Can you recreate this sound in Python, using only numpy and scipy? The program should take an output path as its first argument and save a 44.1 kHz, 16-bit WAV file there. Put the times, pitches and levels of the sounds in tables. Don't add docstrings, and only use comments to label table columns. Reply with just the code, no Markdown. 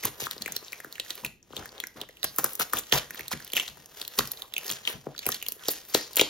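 import sys
import numpy as np
from scipy import signal
from scipy.fft import rfft, irfft, next_fast_len
from scipy.io import wavfile
from scipy.ndimage import uniform_filter1d

SR = 44100
rng = np.random.default_rng(int(sys.argv[2]) if len(sys.argv) > 2 else 0)


def how_loud(loudness_db):
    steps = np.asarray(loudness_db, float) / 20
    return 10 ** steps


def materialize(psi):
    bounded = np.clip(np.atleast_2d(psi).T, -1, 1)
    quanta = np.round(bounded * 32767).astype(np.int16)
    wavfile.write(sys.argv[1], SR, quanta)


N = 277389
SIZE = next_fast_len(N + SR)
HZ = np.fft.rfftfreq(SIZE, 1 / SR)
TIME = np.arange(N) / SR
SNAP_N = 2048

# frequency in Hz, level in dB.
AIR = [(30, 3), (100, -1.5), (400, -7.5), (1000, -34), (3000, -21), (8000, -44), (16000, -70)]
AIR_DB = -63
# time in seconds, fibre crackle in dB.
GRIP = [(0, -52), (.6, -51), (1.2, -55.5), (1.3, -79), (1.49, -86), (1.53, -74), (1.8, -58.5), (1.9, -62.5),
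        (2.1, -63.5), (2.4, -52.5), (3.4, -58), (4.35, -53), (4.5, -61), (4.6, -48.5), (5.0, -59.5),
        (5.12, -65), (5.2, -58.5), (6.29, -50.5)]
GRIP_FILM_DB, GRIP_BOX_DB = -10, -6
# peak in seconds, fibre level in dB, film re fibre in dB, box re fibre in dB.
TUGS = [(.2, -62, 9, 7), (1.51, -80, 9, -15), (.3, -44.5, -20, -30), (.5, -52, -18, -8),
        (1.1, -46.5, -5, -33), (1.2, -47, -7, -6.5), (1.6, -44.5, -25, -1.5), (1.76, -58, -23, 9),
        (2.401, -44, 3, -30), (2.5, -59, 15, 7.5), (2.7, -50.5, -1, -21), (2.9, -50, -5, -28),
        (3.0, -40.5, -25, -6), (3.2, -46.5, -26, -3.5), (3.4, -50.5, -25, -21), (3.6, -39, -6, -11),
        (4.0, -50, 1, -5), (4.198, -39.5, -1.5, -11.5), (4.399, -49, -3, -4), (5.62, -69, -12, -5),
        (4.7, -37.5, -21, -11), (4.9, -43.5, -17, -5.5), (5.301, -37.5, -23, -25), (5.5, -52.5, 4, -15),
        (5.698, -36, -30, -33), (5.9, -61.5, 14, -22), (6.0, -37, -35, -30)]
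TUG_SWELL_DB_PER_S, TUG_EASE_DB_PER_S = 203, 161
# start in seconds, length in seconds, then fibre, film and box levels in dB.
TEARS = [(0.027, 0.055, -36.5, -47, -48), (0.198, 0.065, -38.5, -40.5, -52),
         (1.242, 0.018, -35.5, -56, -46.5), (1.583, 0.045, -53, -70, -46.5), (1.955, 0.081, -60, -63, -49),
         (2.239, 0.0056, -30, -57, -34), (2.381, 0.017, -33, -32, -32), (2.432, 0.03, -40, -62, -36.5),
         (2.593, 0.0297, -28.5, -31, -34.5), (2.725, 0.069, -36.5, -40, -43.5),
         (2.924, 0.058, -25, -32, -32), (3.309, 0.027, -32.5, -70, -50), (3.549, 0.037, -37, -57, -48.5),
         (4.174, 0.016, -30, -51, -45), (4.652, 0.062, -39, -44.5, -69), (4.868, 0.06, -37.5, -44, -46.5),
         (5.255, 0.045, -41, -48, -44), (5.699, 0.025, -54, -29, -63), (5.937, 0.041, -27, -37.5, -63),
         (6.165, 0.057, -30, -40, -40.5)]
# frequency in Hz, width in Hz, level in dB.
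SHEET_MODES = [(1560, 1030, 4), (1878, 126, 9), (3340, 1900, 8), (4000, 4800, 4.5), (6030, 2700, 8),
               (8360, 1200, 4)]
# frequency in Hz, width in Hz, level in dB.
BOX_MODES = [(455, 260, 5), (257, 99, -10), (520, 300, -7.5), (1130, 1290, 1)]
# frequency in Hz, width in Hz, level in dB.
DESK_MODES = [(137, 14, -2.5), (92, 60, -9), (55, 30, -12), (225, 110, -8)]
FILM_HZ, FILM_WIDTH_HZ = 12000, 8800

# start in seconds, peak in dB, sheet pitch in Hz.
PAPER = [(0.268, -17, 1250), (0.38, -25, 4450), (0.647, -31, 5600), (0.682, -27.5, 3950),
         (0.998, -12, 3330), (1.428, -37, 5800), (1.533, -31.5, 1250), (1.576, -25, 3600),
         (1.625, -33, 1700), (1.691, -30, 4300), (1.78, -28.5, 3400), (1.838, -17, 1790),
         (3.261, -38, 2950), (3.332, -20, 1920), (3.598, -8.5, 2800), (3.611, -20.5, 3300),
         (4.2062, -17, 1350), (4.565, -14.5, 2950), (4.852, -21, 3200), (4.874, -12.5, 2970),
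         (5.163, -31, 3860), (5.415, -28, 3000), (5.655, -25, 3470), (5.69, -14, 4460)]
# start in seconds, peak in dB, sheet pitch in Hz.
COATED = [(0.421, -16, 4170), (0.46, -15.5, 2300), (0.722, -24.5, 5200), (0.73, -20.5, 2100),
          (0.802, -25, 1920), (0.846, -24.5, 1570), (0.955, -28.5, 2660), (1.105, -13.5, 3960),
          (1.566, -18, 3520), (2.014, -18, 3650), (2.23, -15, 3950), (2.609, -15, 1290), (2.923, -4, 3160),
          (3.208, -21.5, 2280), (3.315, -22, 930), (3.501, -31, 3010), (3.6635, -26, 3100),
          (3.679, -22, 3500), (4.015, -16, 4060), (4.05, -26.5, 3800), (4.42, -22.5, 3660),
          (4.694, -16.5, 4500), (4.701, -13.5, 3470), (4.713, -12, 7060), (5.179, -23, 4000),
          (5.191, -19, 3880), (5.4642, -19.5, 2800), (5.947, -3, 4180), (6.202, -7.5, 2860),
          (6.212, -0.5, 3880)]
# start in seconds, peak in dB, sheet pitch in Hz.
TAPED = [(0.037, -18.5, 2040), (0.244, -41, 1390), (0.311, -16.5, 4060), (0.564, -15.5, 4320),
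         (0.926, -24.5, 4170), (1.248, -15.5, 2550), (1.657, -27, 1680), (1.801, -19.5, 3370),
         (1.87, -25.5, 5730), (2.734, -9, 1390), (2.77, -15.5, 3100), (2.787, -13, 7350),
         (3.107, -22, 1920), (3.146, -25.5, 1900), (3.194, -24, 1790), (3.477, -29, 3300),
         (3.52, -28, 4700), (3.534, -13, 3170), (3.567, -6, 2820), (3.5732, -12, 3100), (4.188, -4, 4250),
         (4.538, -20, 3300), (4.58, -16, 2880), (4.665, -22.5, 6500), (5.3185, -17, 5780),
         (5.344, -18.5, 4100), (5.426, -20, 2800), (5.684, -8, 4500)]
PAPER_FILM_DB, COATED_FILM_DB, TAPED_FILM_DB = -14, -4.5, 0.6
# start in seconds, peak in dB, sheet pitch in Hz, glossy tick re peak in dB.
PEELED = [(0.053, -20, 1010, 14), (0.521, -20, 6800, 2), (1.154, -33, 3400, 10), (1.263, -20, 3560, -5),
          (2.243, -17.5, 1490, 11), (2.362, -52.5, 3630, 35.5), (2.385, -16.5, 1360, 16),
          (2.443, -15, 1310, 15), (2.533, -35.5, 7020, 17), (2.553, -47.5, 7360, 31.5),
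          (2.597, -18.5, 1260, 13), (2.794, -32.5, 3800, 19), (3.281, -22.5, 4000, 3),
          (3.447, -29.5, 5260, 6.5), (3.859, -31, 6100, 1), (4.078, -22.5, 4200, 9.5),
          (4.274, -23.5, 4900, 1.5), (4.317, -22.5, 4300, 11.5), (4.633, -36, 2560, 8),
          (4.645, -30.5, 3060, 9), (4.68, -20, 4700, 1), (4.722, -21.5, 4160, 1), (5.265, -17, 2030, 13.5),
          (5.289, -17, 1170, 8.5), (5.485, -18, 4500, 8), (5.521, -30, 2920, 15.5), (6.132, -28.5, 4360, 3),
          (6.158, -23, 6400, 14), (6.168, -14, 3470, 12)]
# start in seconds, peak in dB, sheet pitch in Hz, glossy
# tick re peak in dB.
MORE_CREASES = [(1.5265, -34.5, 3230, -14), (2.0047, -32, 3660, -26), (2.17, -38, 2560, -5),
                (2.918, -27, 3270, -24), (5.898, -31, 4770, -7), (5.944, -9.5, 6760, -19), (6.1868, -27, 4800, 17),
                (6.1948, -0.5, 3050, -20), (3.4021, -31.5, 1600, 0), (3.424, -33, 4800, -12),
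                (3.772, -36.5, 1060, -1)]
# start in seconds, peak in dB, sheet pitch in Hz, glossy tick re peak in dB.
TICKS = [(.145, -46, 3260, -8), (.187, -46, 4140, -4), (0.2062, -24, 4450, -12), (.4783, -22.5, 1850, 0),
         (.5478, -41, 2450, -14), (.627, -44, 1140, -10), (.641, -35, 5650, -12), (0.96, -36, 2600, -8),
         (.981, -30, 1830, -13), (1.063, -36, 1840, -8), (1.0816, -34, 3690, -8), (1.1806, -33, 2100, -12),
         (1.236, -35.5, 960, -9), (1.97, -36, 1380, -8), (2.089, -36, 1860, -0.5), (2.914, -27, 3400, -16),
         (2.9255, -9.5, 1660, -10), (2.951, -17.5, 1020, -5), (2.976, -18, 3280, -18),
         (2.984, -14, 4200, -8), (3.156, -35, 1400, 5), (3.1764, -29, 3620, -12), (3.552, -27, 2450, 2),
         (3.558, -18, 3340, 2), (3.5778, -14, 1940, -8), (3.587, -32, 2800, -18), (3.607, -22, 2400, -15),
         (3.6581, -34, 3600, -10), (4.1914, -12.5, 1220, -12), (4.3728, -29, 4000, -11),
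         (4.5236, -38, 3120, -20), (4.895, -24, 3210, -10), (5.149, -35, 1430, -23),
         (5.232, -32, 2500, -24), (5.323, -17, 4100, -7), (5.3485, -24, 2980, 0), (5.366, -28, 3300, -14),
         (5.594, -38, 3340, -8), (5.6366, -30, 3440, -13), (6.1737, -12, 3450, -2),
         (4.189, -14.5, 2400, -12), (4.1899, -6.5, 4270, -17), (4.312, -28, 3800, -4),
         (2.783, -20, 3270, -8), (2.836, -33, 3800, -8), (3.53, -33, 2500, -8)]
ECHO_THUD_DB = -25
# start in seconds, thud in dB.
JOLTS = [(0.0555, -26.5), (0.0753, -28.5), (0.22, -25.5), (.268, -37), (.363, -33.5), (0.4596, -30.5),
         (0.8453, -33), (1.5337, -33), (1.5679, -30.5), (2.014, -33.5), (2.2422, -27.5), (2.3851, -22),
         (2.4428, -23), (2.5978, -22.5), (2.7348, -23.5), (2.916, -43), (2.924, -13), (3.3312, -30.5),
         (3.534, -30.5), (4.1903, -17), (1.504, -36.5), (5.0669, -18), (5.2659, -20), (5.2905, -23.5),
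         (5.6839, -14.5), (5.948, -5), (6.17, -21.5), (6.1949, -13.5), (6.2142, -7)]
LIFT_S = 5.55

# start in seconds, peak in dB.
DRAGS = [(0.044, -35), (0.217, -42), (0.329, -56), (0.419, -45), (0.498, -45), (1.236, -37.5), (1.581, -38),
         (1.659, -53), (1.965, -47), (2.241, -42), (2.397, -61), (2.599, -62), (2.74, -39.5), (2.929, -29),
         (3.196, -43.5), (3.333, -34), (3.553, -48), (3.68, -46), (3.769, -49), (3.1, -48), (1.506, -45),
         (4.184, -28.5), (4.299, -67), (4.698, -41.5), (4.937, -37.5), (5.063, -43), (5.268, -39)]
# start in seconds, peak in dB, wall pitch in Hz.
TAPS = [(0.187, -39, 404), (0.407, -35.5, 214), (0.487, -29.5, 781), (0.564, -32, 410), (0.626, -40, 377),
        (0.8, -37, 635), (0.868, -37, 310), (0.996, -35.5, 520), (1.112, -46, 350), (1.18, -43, 447),
        (1.229, -43, 188), (1.598, -34, 433), (1.835, -37, 352), (1.958, -38, 302), (2.094, -36.5, 510),
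        (2.341, -48, 484), (2.946, -25, 150), (2.962, -21, 533), (3.144, -40.5, 276), (3.199, -35.5, 417),
        (3.333, -32, 194), (3.564, -28.5, 517), (3.886, -53, 651), (3.971, -43, 417), (4.014, -39, 433),
        (4.191, -24, 233), (4.654, -37, 410), (4.683, -36, 410), (4.712, -39, 546), (4.896, -36, 390),
        (5.423, -48, 409), (5.485, -40, 430), (5.521, -37.5, 385), (5.565, -40, 415), (5.653, -43, 439),
        (5.835, -50, 301), (5.896, -45, 385)]
TAP_CYCLES, TAP_DB = 1.36, -4.5
# peak in seconds, half length in seconds, level in dB, pitch in Hz.
RUSTLES = [
    (4.24, 0.044, -51, 1400),
    (6.3, 0.062, -50.5, 1010),
    (4.44, 0.018, -52, 1050),
    (5.62, 0.033, -52, 1460),
    (6.0, 0.075, -42, 4600),
    (5.1, .04, -51, 660),
    (6.235, 0.049, -37, 4400),
    (3.59, 0.036, -44, 2300),
    (2.27, 0.036, -43.5, 4600),
    (2.96, 0.035, -36.5, 1550),
]

# frequency in Hz, level in dB.
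ROOM_COLOUR = [(60, 7.5), (200, 0), (700, -3.5), (2000, -1.5), (5000, -4.5), (9000, -2), (14000, -8.5),
               (17000, -25)]
ROOM_T60_S, ROOM_DB = 0.29, -8
# frequency in Hz, phase in radians.
PORT_PHASE = [(300, .21), (4500, .12), (6500, 1.42), (8600, 3.2), (10700, 4.3), (12700, 5.9), (13800, 6.28),
              (16000, 7.3)]
# frequency in Hz, share from 0 to 1.
PORT_UNLIKE = [(40, .4), (130, .3), (1200, .38), (3000, .53), (6500, .4), (9000, .12), (11500, .35),
               (14000, .1)]


def on_hz(table):
    hz, value = np.transpose(table)
    return np.interp(np.log(HZ + 1), np.log(hz), value)


def unit(x):
    return x / np.sqrt(np.mean(x ** 2))


def top(x):
    return x / np.max(np.abs(x))


def ring(x, hz, width_hz):
    return signal.lfilter(*signal.iirpeak(hz, hz / width_hz, fs=SR), x)


def ring_twice(x, hz, width_hz):
    return ring(ring(x, hz, width_hz), hz, width_hz)


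def body(x, modes):
    return sum((-1) ** k * how_loud(db) * ring(x, hz, width) for k, (hz, width, db) in enumerate(modes))


def glossy(x):
    return ring_twice(x, FILM_HZ, FILM_WIDTH_HZ)


def grains(per_s, spread_db, hiss):
    release = rng.random(N) < per_s / SR
    strength = how_loud(spread_db * np.minimum(rng.exponential(size=N), 4))
    sign = np.sign(rng.standard_normal(N))
    return unit(release * sign * strength + hiss * rng.standard_normal(N))


def air():
    noise = rfft(rng.standard_normal((2, N)), SIZE)
    return how_loud(AIR_DB) * unit(irfft(noise * how_loud(on_hz(AIR)), SIZE)[:, :N])


def effort():
    grip = np.interp(TIME, *np.transpose(GRIP))
    power = how_loud(grip + np.array([[0], [GRIP_FILM_DB], [GRIP_BOX_DB]])) ** 2
    for s, db, film_db, box_db in TUGS:
        shape = db - np.maximum(TUG_SWELL_DB_PER_S * (s - TIME), TUG_EASE_DB_PER_S * (TIME - s))
        power = power + how_loud(2 * shape) * how_loud(np.array([[0], [film_db], [box_db]])) ** 2
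    for start, length, *db in TEARS:
        rise = np.clip((TIME - start) / 0.0071, 0, 1)
        fall = np.exp(-np.maximum(TIME - start - length, 0) / 0.0033)
        power = power + how_loud(np.array(db))[:, None] ** 2 * rise * fall
    catch = unit(uniform_filter1d(rng.standard_normal(N), size=300))
    return np.sqrt(power) * how_loud(2.1 * catch)


def patchy():
    smooth = uniform_filter1d(rng.standard_normal(N), size=1500)
    return unit(uniform_filter1d(smooth, size=1500))


def crackle():
    fibre, film, box = effort()
    shared = grains(per_s=500, spread_db=3.4, hiss=0.08)
    sheet = np.zeros(N)
    for hz, width, db in SHEET_MODES:
        own = grains(per_s=350, spread_db=4.2, hiss=0.18)
        sheet += how_loud(db + 4.5 * patchy()) * ring(shared + own, hz, width)
    gloss = glossy(shared + 10 * rng.standard_normal(N))
    hollow = body(grains(per_s=290, spread_db=6, hiss=0.57), BOX_MODES)
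    return fibre * unit(sheet) + film * unit(gloss) + box * unit(hollow)


def snaps():
    out, push = np.zeros(N + SNAP_N), np.zeros(N + SNAP_N)
    t = np.arange(SNAP_N) / SR
    kinds = (PAPER, PAPER_FILM_DB), (COATED, COATED_FILM_DB), (TAPED, TAPED_FILM_DB)
    creases = [(*row, film_db) for table, film_db in kinds for row in table]
    creases += [*PEELED, *MORE_CREASES, *TICKS]
    late = np.maximum(t - 0.002, 0)
    thud = top(body(late * np.exp(-late / 0.00041), BOX_MODES))
    for s, db, hz, film_db in creases:
        buckle, tick = rng.standard_normal((2, SNAP_N))
        span = 0.00039 * how_loud(0.33 * (db + 23))
        burst = buckle * (t / span * np.exp(-t / span) + 0.15 * np.exp(-t / 0.0037))
        own_pitch = top(ring_twice(burst, hz, 0.4 * hz))
        sheet = top(own_pitch + 0.55 * top(body(burst, SHEET_MODES)))
        flick = t / 0.00076 * np.exp(-t / 0.000177) + 0.089 * np.exp(-t / 0.00266)
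        film = top(glossy(tick * flick))
        i = int(s * SR)
        out[i:i + SNAP_N] += how_loud(db - 2) * (sheet + how_loud(film_db) * film)
        push[i:i + SNAP_N] += how_loud(db + ECHO_THUD_DB) * thud
    for s, db in JOLTS:
        i = int(s * SR)
        push[i:i + SNAP_N] += how_loud(db) * thud
    push = push[:N]
    through_desk = body(push * (TIME < LIFT_S), DESK_MODES)
    return out[:N] + how_loud(-3.5) * push + how_loud(13.5) * through_desk


def desk():
    since = np.maximum(TIME - np.array(DRAGS)[:, :1], 0)
    weight = how_loud(np.array(DRAGS)[:, 1:])
    bump = np.sum(weight * since / 0.0026 * np.exp(-since / 0.0096), axis=0)
    drag = np.sum(weight * (since > 0) * np.exp(-since / 0.027), axis=0) + how_loud(-86)
    rough = drag * grains(per_s=100, spread_db=5, hiss=0.38)
    return body(how_loud(23) * rough + how_loud(10.5) * bump, DESK_MODES)


def taps():
    out, t = np.zeros(N + SNAP_N), np.arange(SNAP_N) / SR
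    for s, db, hz in TAPS:
        age = t * hz / TAP_CYCLES
        swell = np.e * 2 * age * np.exp(-2 * age)
        i = int(s * SR)
        out[i:i + SNAP_N] += how_loud(db + TAP_DB) * swell * np.sin(2 * np.pi * hz * t)
    return out[:N]


def rustle():
    fine = grains(per_s=1300, spread_db=3.5, hiss=0.32)
    out = np.zeros(N)
    for s, half, db, hz in RUSTLES:
        swell = np.exp(-((TIME - s) / half) ** 2)
        out += how_loud(db) * swell * unit(ring_twice(fine, hz, 0.5 * hz))
    return out


def room(x):
    t = np.arange(SR // 2) / SR
    onset = np.clip((t - 0.002) / 0.00024, 0, 1)
    tail = rng.standard_normal((2, len(t))) * how_loud(-60 * t / ROOM_T60_S) * onset
    tail = tail / np.sqrt(np.sum(tail ** 2, axis=1, keepdims=True))
    answer = rfft(x, SIZE) * rfft(tail, SIZE) * how_loud(on_hz(ROOM_COLOUR))
    return how_loud(ROOM_DB) * irfft(answer, SIZE)[:, :N]


def detour(x):
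    t = np.arange(256) / SR
    paths = rng.standard_normal((3, 256)) * np.exp(-t / 0.0017)
    highpass = signal.butter(2, 350, "high", fs=SR, output="sos")
    paths = signal.sosfilt(highpass, paths)
    sway_hz = np.array([[0.9], [1.3], [1.7]])
    sway = np.cos(2 * np.pi * (sway_hz * TIME + rng.random((3, 1))))
    scattered = sum(w * signal.fftconvolve(x, p / np.linalg.norm(p))[:N] for w, p in zip(sway, paths))
    return 0.87 * scattered + ring(x, 170, 410)


def ports(shared, other):
    unlike, side = np.clip(on_hz(PORT_UNLIKE), 0, 0.95), np.array([[1], [-1]])
    turn = np.exp(0.5j * side * on_hz(PORT_PHASE))
    alike = np.sqrt(1 - unlike ** 2) * rfft(shared, SIZE)
    return irfft(turn * (alike + side * unlike * rfft(other, SIZE)), SIZE)[:, :N]


def scene():
    near = crackle() + snaps() + desk() + taps() + rustle()
    far = room(near) + air()
    return ports(near + far[0], detour(near) + far[1])


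def joint(x, margin_db, jump_db, from_hz, top_hz):
    hz, _, pair = signal.stft(np.array([x[0] + x[1], x[0] - x[1]]) / 2, SR, nperseg=1536)
    bands = uniform_filter1d(np.abs(pair) ** 2, size=24, axis=1)
    power = uniform_filter1d(np.sum(x ** 2, axis=0), size=128)
    at = np.arange(pair.shape[2])[:, None] * 768 + np.arange(384, 1152)
    frames = np.pad(power, (768, 2304))[at]
    calm = frames.max(axis=1) < how_loud(2 * jump_db) * frames.mean(axis=1)
    ruled = (bands < how_loud(-2 * margin_db) * bands[::-1]) & (hz > from_hz)[:, None]
    weak = ruled | (hz > top_hz)[:, None]
    mid, side = signal.istft(pair * ~(weak & calm), SR, nperseg=1536)[1][:, :N]
    return np.array([mid + side, mid - side])


def low_pass(x):
    return signal.sosfilt(signal.butter(12, 16980, fs=SR, output="sos"), x)


def record(dry):
    band = signal.sosfilt(signal.butter(2, 45, "high", fs=SR, output="sos"), dry)
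    soft = 0.95 * np.tanh(band / 0.95)
    lowpass = signal.ellip(8, 0.2, 60, 16750, fs=SR, output="sos")
    soft = signal.sosfiltfilt(lowpass, soft)
    mix = joint(soft, margin_db=4, jump_db=6, from_hz=7100, top_hz=15900)
    return low_pass(mix)


dry = scene()
out = record(dry)
materialize(out)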